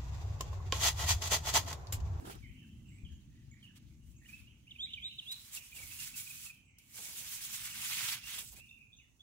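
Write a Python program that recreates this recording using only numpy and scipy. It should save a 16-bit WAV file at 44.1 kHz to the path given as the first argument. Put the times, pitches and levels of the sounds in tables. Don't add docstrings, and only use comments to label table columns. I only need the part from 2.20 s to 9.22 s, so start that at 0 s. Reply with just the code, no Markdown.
import sys
import numpy as np
from scipy import signal
from scipy.fft import rfft, irfft, next_fast_len
from scipy.io import wavfile
from scipy.ndimage import uniform_filter1d, map_coordinates

SR = 44100
rng = np.random.default_rng(int(sys.argv[2]) if len(sys.argv) > 2 else 0)


def log_audio(samples):
    frames = np.atleast_2d(samples).T
    limited = np.clip(frames, -1, 1)
    pcm = np.round(limited * 32767).astype(np.int16)
    wavfile.write(sys.argv[1], SR, pcm)


N = 309582

# (frequency [Hz], left-right correlation)
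SAND_IMAGE = [(300, 0.96), (800, 0.53), (1500, 0.72), (3000, 0.31), (6000, 0.076), (12000, 0.068)]


def blade():
    # (time [s], grit [dB], crunch above grit [dB])
    strokes = [
        [(0, -68, -2.5), (.16, -74, 9.5), (.3, -77.5, -2.5), (1.42, -82, 4.5), (1.64, -80, 5.5),
         (2.0, -81.5, -9), (2.1, -64, -2), (2.2, -67.5, -1), (2.3, -82, 2)],
        [(2.98, -73, -14), (3.15, -58.5, -4), (3.53, -61.5, -5.5), (3.58, -51.5, -9), (3.87, -47, -7.5),
         (3.925, -56, -6), (4.02, -48, -10.5), (4.14, -51, -11.5), (4.26, -47, -10.5), (4.33, -67, -1.5),
         (4.44, -81, -2)],
        [(4.565, -102, -9), (4.6, -71, -7), (4.69, -65, -12), (4.78, -47, -10), (5.0, -47.5, -7.5),
         (5.58, -46.5, -2), (5.65, -40, -4), (5.8, -39.5, -2), (5.93, -39, 0.5), (6.016, -62.5, 5)],
        [(6.08, -46, -1.5), (6.19, -46, -0.5), (6.226, -50.5, -6), (6.28, -53, -21), (6.36, -64, -2.5),
         (6.415, -69.5, -4), (6.7, -83.5, -22)],
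    ]
    # (time [s], spread [s], level [dB])
    shoves = [(.095, 0.085, -55.5), (1.45, 0.051, -72), (1.571, 0.033, -65), (1.886, 0.11, -72.5),
              (2.095, 0.031, -62.5), (3.124, 0.023, -47), (3.26, 0.11, -59.5), (3.36, 0.066, -44),
              (3.46, 0.11, -56.5), (3.567, 0.041, -50.5), (3.82, 0.061, -46.5), (3.875, 0.019, -46),
              (3.992, 0.068, -44), (4.345, 0.013, -66), (4.99, 0.067, -46), (5.135, 0.07, -43.5),
              (5.24, 0.061, -46), (5.35, 0.063, -42.5), (5.455, 0.042, -44.5), (5.885, 0.02, -52.5),
              (6.192, 0.015, -43.5), (6.33, 0.035, -53.5), (6.381, 0.044, -55.5)]
    # (time [s], level [dB])
    stone_ticks = [(0.152, -59.5), (4.585, -51.5)]
    # (frequency [Hz], level [dB])
    grit_spectrum = [(880, -78), (1500, -16), (1740, -23.5), (2600, -9.5), (5000, -6), (7900, 0),
                     (8500, -5), (9300, -2), (10700, -3.5), (11600, -6.5), (13200, -4.5), (15800, -4.5)]
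    # (frequency [Hz], level [dB])
    crunch_spectrum = [(450, -24), (620, -21), (780, -11), (1200, -5), (1800, -1.5), (2200, 3.5), (3400, 4),
                       (4300, 0), (6500, -2.5)]
    t = np.arange(N) / SR
    drag_db, crunch_db = curves([row for stroke in strokes for row in stroke])
    drag, shove = amp(drag_db), swells(shoves, steepness=3)
    judder = amp(0.3 * wobble(16) + 1.04 * wobble(55))
    slips = grains(per_s=900, spread_db=5, life_s=.00019, bed=4.4)
    grit = noise(grit_spectrum, SAND_IMAGE, patchy_db=1.52, gate=slips, lead_s=.0001)
    snaps = grains(per_s=700, spread_db=3, life_s=.0015, bed=4.5)
    crunch = noise(crunch_spectrum, SAND_IMAGE, patchy_db=2, gate=snaps, lead_s=.0001)
    ticks = sum((t > s) * amp(db - 60 * np.abs(t - s) / .04) for s, db in stone_ticks)
    grit_level = judder * np.hypot(drag, shove) + ticks
    crunch_level = judder * amp(crunch_db) * np.hypot(drag, amp(-6) * shove)
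    return grit_level * grit + crunch_level * crunch


def lumps():
    # (time [s], spread [s], level [dB])
    landings = [(3.12, 0.072, -76), (3.369, 0.1, -72.5), (3.601, 0.13, -70), (4.79, 0.085, -69.5),
                (4.88, 0.14, -68.5), (5.02, 0.1, -70), (6.19, 0.092, -67), (6.34, 0.033, -68),
                (6.385, 0.03, -68.5)]
    # (frequency [Hz], level [dB])
    spectrum = [(200, -8), (350, -10), (600, -9), (900, -9), (1500, -24)]
    crumble = grains(per_s=300, spread_db=2, life_s=.004, bed=1.5)
    return swells(landings) * noise(spectrum, SAND_IMAGE, patchy_db=1.5, gate=crumble)


def crumbs():
    # (frequency [Hz], level [dB])
    spectrum = [(3000, -15), (8000, -2.5), (12000, -5.5), (15800, -4.5)]
    level = amp(-84 - 14 * np.arange(N) / SR)
    ticks = grains(per_s=20, spread_db=3, life_s=.001, bed=0)
    return level * noise(spectrum, SAND_IMAGE, patchy_db=3, gate=ticks)


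def birds():
    notes = { "drop": [(2.508, 0.02, 3050, -43), (2.734, 0.014, 3240, -36.5), (2.984, 0.02, 3270, -37.5)],
             "whistle": [(1.962, 0.034, 7340, -63), (2.583, 0.079, 3650, -36.5), (2.814, .078, 3780, -39),
             (3.056, .092, 3820, -38.5)], "slur": [(2.04, 0.035, 2890, -57), (2.455, .06, 3020, -58.5),
             (2.655, 0.1, 3090, -51.5), (2.872, .07, 3016, -51), (3.143, .025, 2900, -74)],
             "fall": [(.225, 0.046, 2180, -53.5), (.285, .04, 2364, -63.5), (.386, .034, 2950, -62),
             (.42, 0.034, 1780, -68.5), (.847, 0.029, 3056, -54.5), (.89, 0.054, 1656, -78),
             (1.314, 0.037, 2050, -60), (1.355, 0.024, 2280, -59.5), (1.425, .05, 2920, -53.5),
             (1.485, 0.029, 1760, -64.5), (5.5, 0.036, 2795, -50), (5.608, 0.026, 2800, -48),
             (6.782, 0.0307, 2710, -59), (6.8, .05, 2170, -66)], "level": [(.357, 0.034, 3070, -60),
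             (.705, 0.076, 2170, -69), (.775, .03, 2380, -67), (1.095, 0.14, 1900, -75),
             (1.31, 0.036, 7090, -58.5), (2.008, 0.071, 1880, -64), (2.086, 0.028, 2446, -49),
             (2.128, 0.028, 2586, -47.5), (2.27, 0.016, 2830, -52), (4.596, 0.021, 2330, -59),
             (6.354, .05, 2437, -60), (6.392, 0.065, 2730, -52.5), (6.456, 0.085, 2665, -57),
             (6.486, 0.02, 3560, -51), (6.565, 0.058, 2500, -58.5), (6.72, 0.036, 3600, -57),
             (6.76, .045, 6420, -64), (6.995, 0.036, 3490, -56.5)], "arch": [(.669, 0.2, 8180, -73.5),
             (.909, 0.066, 7200, -66), (4.427, 0.11, 8130, -72), (6.026, 0.077, 2920, -48)], }
    glides = {"drop": (1.24, .85), "whistle": (.8, 1.06), "slur": (.62, 1.03), "fall": (1.08, .88),
              "level": (.97, 1.02), "arch": (.88, .87)}
    # (time [s], middle pitch [Hz], level [dB])
    chips = [(2.55, 2520, -52.5), (2.771, 2354, -46.5), (2.924, 2770, -53), (3.021, 2750, -49),
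             (3.369, 2670, -44.5), (3.41, 2380, -52), (3.518, 2460, -52), (3.563, 2700, -50),
             (3.585, 2320, -47), (3.619, 2240, -48.5), (3.71, 2530, -48.5), (3.787, 2770, -45.5),
             (3.81, 2500, -49), (3.861, 2205, -54), (3.94, 2600, -46), (3.99, 2270, -49),
             (4.067, 2484, -48.5), (4.101, 2460, -46), (4.261, 2573, -47.5), (4.295, 2410, -46.5),
             (4.345, 2400, -70), (4.774, 2174, -55), (4.983, 2960, -57)]
    lines = np.zeros((2, N))
    for kind, rows in notes.items():
        first, last = glides[kind]
        for s, length, hz, db in rows:
            add_chirp(lines, s, length, [hz * first, hz, hz * last], db)
    scatter = rng.normal(0, .04, (len(chips), 2))
    for (s, hz, db), (first, last) in zip(chips, scatter):
        add_chirp(lines, s, .02, [hz * (1.06 + first), hz, hz * (1 + last)], db)
    return lines


def add_chirp(lines, start_s, length_s, glide_hz, db):
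    near_db, far_span_db, waver_hz = -38, 22, 70
    far = np.clip((near_db - db) / far_span_db, 0, 1)
    u = np.linspace(0, 1, int(length_s * SR))
    pitch = uniform_filter1d(np.interp(u, [0, .5, 1], glide_hz), size=len(u) // 3, mode="nearest")
    knots = rng.standard_normal((2, 3 + int(200 * length_s)))
    waver, flutter = (np.interp(u, np.linspace(0, 1, len(k)), k) for k in knots)
    phase = 2 * np.pi * np.cumsum(pitch + waver_hz * far * waver) / SR
    tone = np.sin(phase) + amp(-25) * np.sin(2 * phase)
    skew = 1.5 if glide_hz[2] > 1.15 * glide_hz[0] else .8
    swell = np.sin(np.pi * u ** skew) ** .6
    note = amp(db + (2.0 + 5.1 * far) * flutter) * swell * tone
    start = int(start_s * SR)
    span = lines[:, start:start + len(u)]
    span += amp([[-5 * far], [3.5 * far]]) * note[:span.shape[1]]


def chorus():
    # (time [s], send level [dB])
    activity = [(0, -63), (.5, -64.5), (1.5, -79.5), (2.2, -64.5), (3.2, -67), (4.5, -64), (7.02, -89)]
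    lines = np.zeros((2, N))
    for when, pitch, slur, size in rng.random((260, 4)):
        hz = 2150 * 1.45 ** pitch
        glide_hz = [hz * (1 + .168 * slur), hz, hz * (1 - .11 * slur)]
        add_chirp(lines, when * N / SR, .035, glide_hz, db=8 * size - 65)
    return amp(curves(activity)[0]) * unit(lines[1])


def yard_echoes(send):
    # (frequency [Hz], time to fall 60 dB [s])
    decay_times = [(2000, .45), (3000, .5), (4000, .33), (7000, .25)]
    blurred = send * (.7 + wobble(400))
    out, step = np.zeros((2, N + SR)), SR // 4
    for start in range(0, N, step):
        hz, t, bins = signal.stft(rng.standard_normal((2, 2 * SR // 3)), SR, nperseg=256)
        build = 1 - np.exp(-t / .015)
        decay = amp(-60 * t / along(decay_times, hz)[:, None])
        tail = signal.istft(bins * build * decay, SR, nperseg=256)[1]
        tail /= np.linalg.norm(tail[0])
        wet = signal.fftconvolve(blurred[None, start:start + step], tail, axes=1)
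        out[:, start:start + wet.shape[1]] += wet
    return out[:, :N]


def hand():
    # (time [s], level [dB])
    grip = [(0.0, -61), (0.088, -44), (0.165, -56.5), (.19, -67), (.26, -106)]
    # (frequency [Hz], level [dB])
    shell = [(200, -6.5), (370, 1), (600, -11.5), (760, -3.5), (950, -12.5), (1600, -11), (2200, -34)]
    image = [(370, .1), (520, -.17), (760, -.6)]
    friction = grains(per_s=200, spread_db=2.1, life_s=.0074, bed=1)
    return amp(curves(grip)[0]) * noise(shell, image, patchy_db=3.4, gate=friction)


def wind():
    # (time [s], buffet [dB], rumble above buffet [dB])
    strength = [(0.0, -53.5, -3), (0.66, -61.5, 7), (0.86, -50, -4.5), (1.02, -55, -4.5),
                (1.52, -65.5, 5.5), (1.7, -59, 0.5), (3.5, -68.5, -3), (3.71, -63, 0), (4.52, -72, 0.5),
                (5.81, -67.5, 5), (7.02, -71.5, -5.5)]
    # (time [s], left boost and right cut [dB])
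    lean = [(0, -1.5), (2.2, 3.5), (2.8, -2.3)]
    # (frequency [Hz], level [dB])
    buffet_spectrum = [(12, -34), (20, -16), (59, 8), (130, -6), (170, -24), (290, -120)]
    # (frequency [Hz], level [dB])
    rumble_spectrum = [(70, -12), (115, 2), (170, -6), (230, -6), (330, -18), (450, -40)]
    # (time [s], level [dB])
    thumps = [(0.836, -35), (0.884, -48), (0.971, -49)]
    buffet_db, rumble_db = curves(strength)
    gusts = amp(3.8 * np.array([wobble(11), wobble(6.4)]))
    pan = amp(curves(lean)[0] * [[1], [-1]])
    turbulence = noise(buffet_spectrum, image=[(30, .38), (110, 1)], patchy_db=.31)
    buffet = pan * amp(buffet_db) * unit(gusts * turbulence)
    rumble = noise(rumble_spectrum, image=[(110, 1), (330, .82)], patchy_db=1)
    knocks, knock_hz = np.zeros(N), 66
    for s, db in thumps:
        age = np.clip(np.arange(N) / SR - s, 0, 1)
        envelope = amp(db - 60 * age / .09) * (1 - np.exp(-age / .003))
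        knocks += envelope * np.sin(2 * np.pi * knock_hz * age)
    return buffet + amp(buffet_db + rumble_db) * rumble + amp([[5], [-5]]) * knocks


def open_air():
    # (frequency [Hz], level [dB])
    spectrum = [(210, 3), (350, -3.5), (641, -12.5), (815, -11.5), (1810, -16.5), (1990, -33.5),
                (2650, -19), (5180, -19), (6270, -7), (15800, -49)]
    level = amp(-78 + .22 * wobble(2.8))
    return level * noise(spectrum, image=[(350, .39), (1200, .038)], patchy_db=.76)


def grains(per_s, spread_db, life_s, bed):
    hits = rng.random(N) < per_s / SR
    size = np.minimum(rng.exponential(1, N), 3)
    snaps = hits * amp(spread_db * size)
    return bed + unit(signal.lfilter([1], [1, -np.exp(-1 / (life_s * SR))], snaps))


def noise(spectrum, image, patchy_db, gate=1, lead_s=0):
    bins = signal.stft(gate * rng.standard_normal((2, N)), nperseg=256)[2]
    patches = uniform_filter1d(rng.standard_normal(bins.shape[1:]), size=7, axis=0)
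    patches = uniform_filter1d(patches, size=8, axis=1)
    pair = signal.istft(bins * amp(patchy_db * unit(patches)), nperseg=256)[1][:, :N]
    band = [(1, -120)] + list(spectrum) + [(SR, -120)]

    def colour_and_width(hz):
        angle = np.arccos(np.clip(along(image, hz), -1, 1)) / 2
        return amp(along(band, hz)) * [np.cos(angle), np.sin(angle)]

    mid, side = filtered(pair, colour_and_width)
    return unit(np.array([mid + side, np.roll(mid - side, round(lead_s * SR))]))


def swells(rows, steepness=2):
    t = np.arange(N) / SR
    return sum(amp(db) * np.exp(-np.abs(2 * (t - s) / spread) ** steepness) for s, spread, db in rows)


def wobble(rate):
    return map_coordinates(rng.standard_normal(int(N * rate / SR) + 4), [np.arange(N) * rate / SR])


def curves(rows):
    times, *columns = np.transpose(rows)
    return [np.interp(np.arange(N) / SR, times, column) for column in columns]


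def along(points, hz):
    freqs, values = np.transpose(points)
    return np.interp(np.log(hz + 1), np.log(freqs + 1), values)


def filtered(x, response):
    size = next_fast_len(N + SR // 2)
    return irfft(rfft(x, size) * response(np.fft.rfftfreq(size, 1 / SR)), size)[..., :N]


def amp(db):
    return 10 ** (np.asarray(db) / 20)


def unit(x):
    return x / np.sqrt(np.mean(x ** 2) + 1e-20)


def scene():
    direct, send = birds()
    song = np.array([direct, np.roll(direct, 4)])
    echoes = amp(-12.5) * yard_echoes(send + chorus())
    return blade() + lumps() + crumbs() + song + echoes + hand() + wind() + open_air()


def record(dry):
    # (frequency [Hz], left minus right [dB])
    imbalance = [(60, 2), (150, 0.5), (380, 0.5), (950, -3.5), (2380, -4.5), (5980, -1), (15000, -5.5)]
    top_hz = 15760
    return filtered(dry, lambda hz: amp(along(imbalance, hz) * [[.5], [-.5]]) * (hz < top_hz))


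dry = scene()
out = record(dry)
log_audio(out)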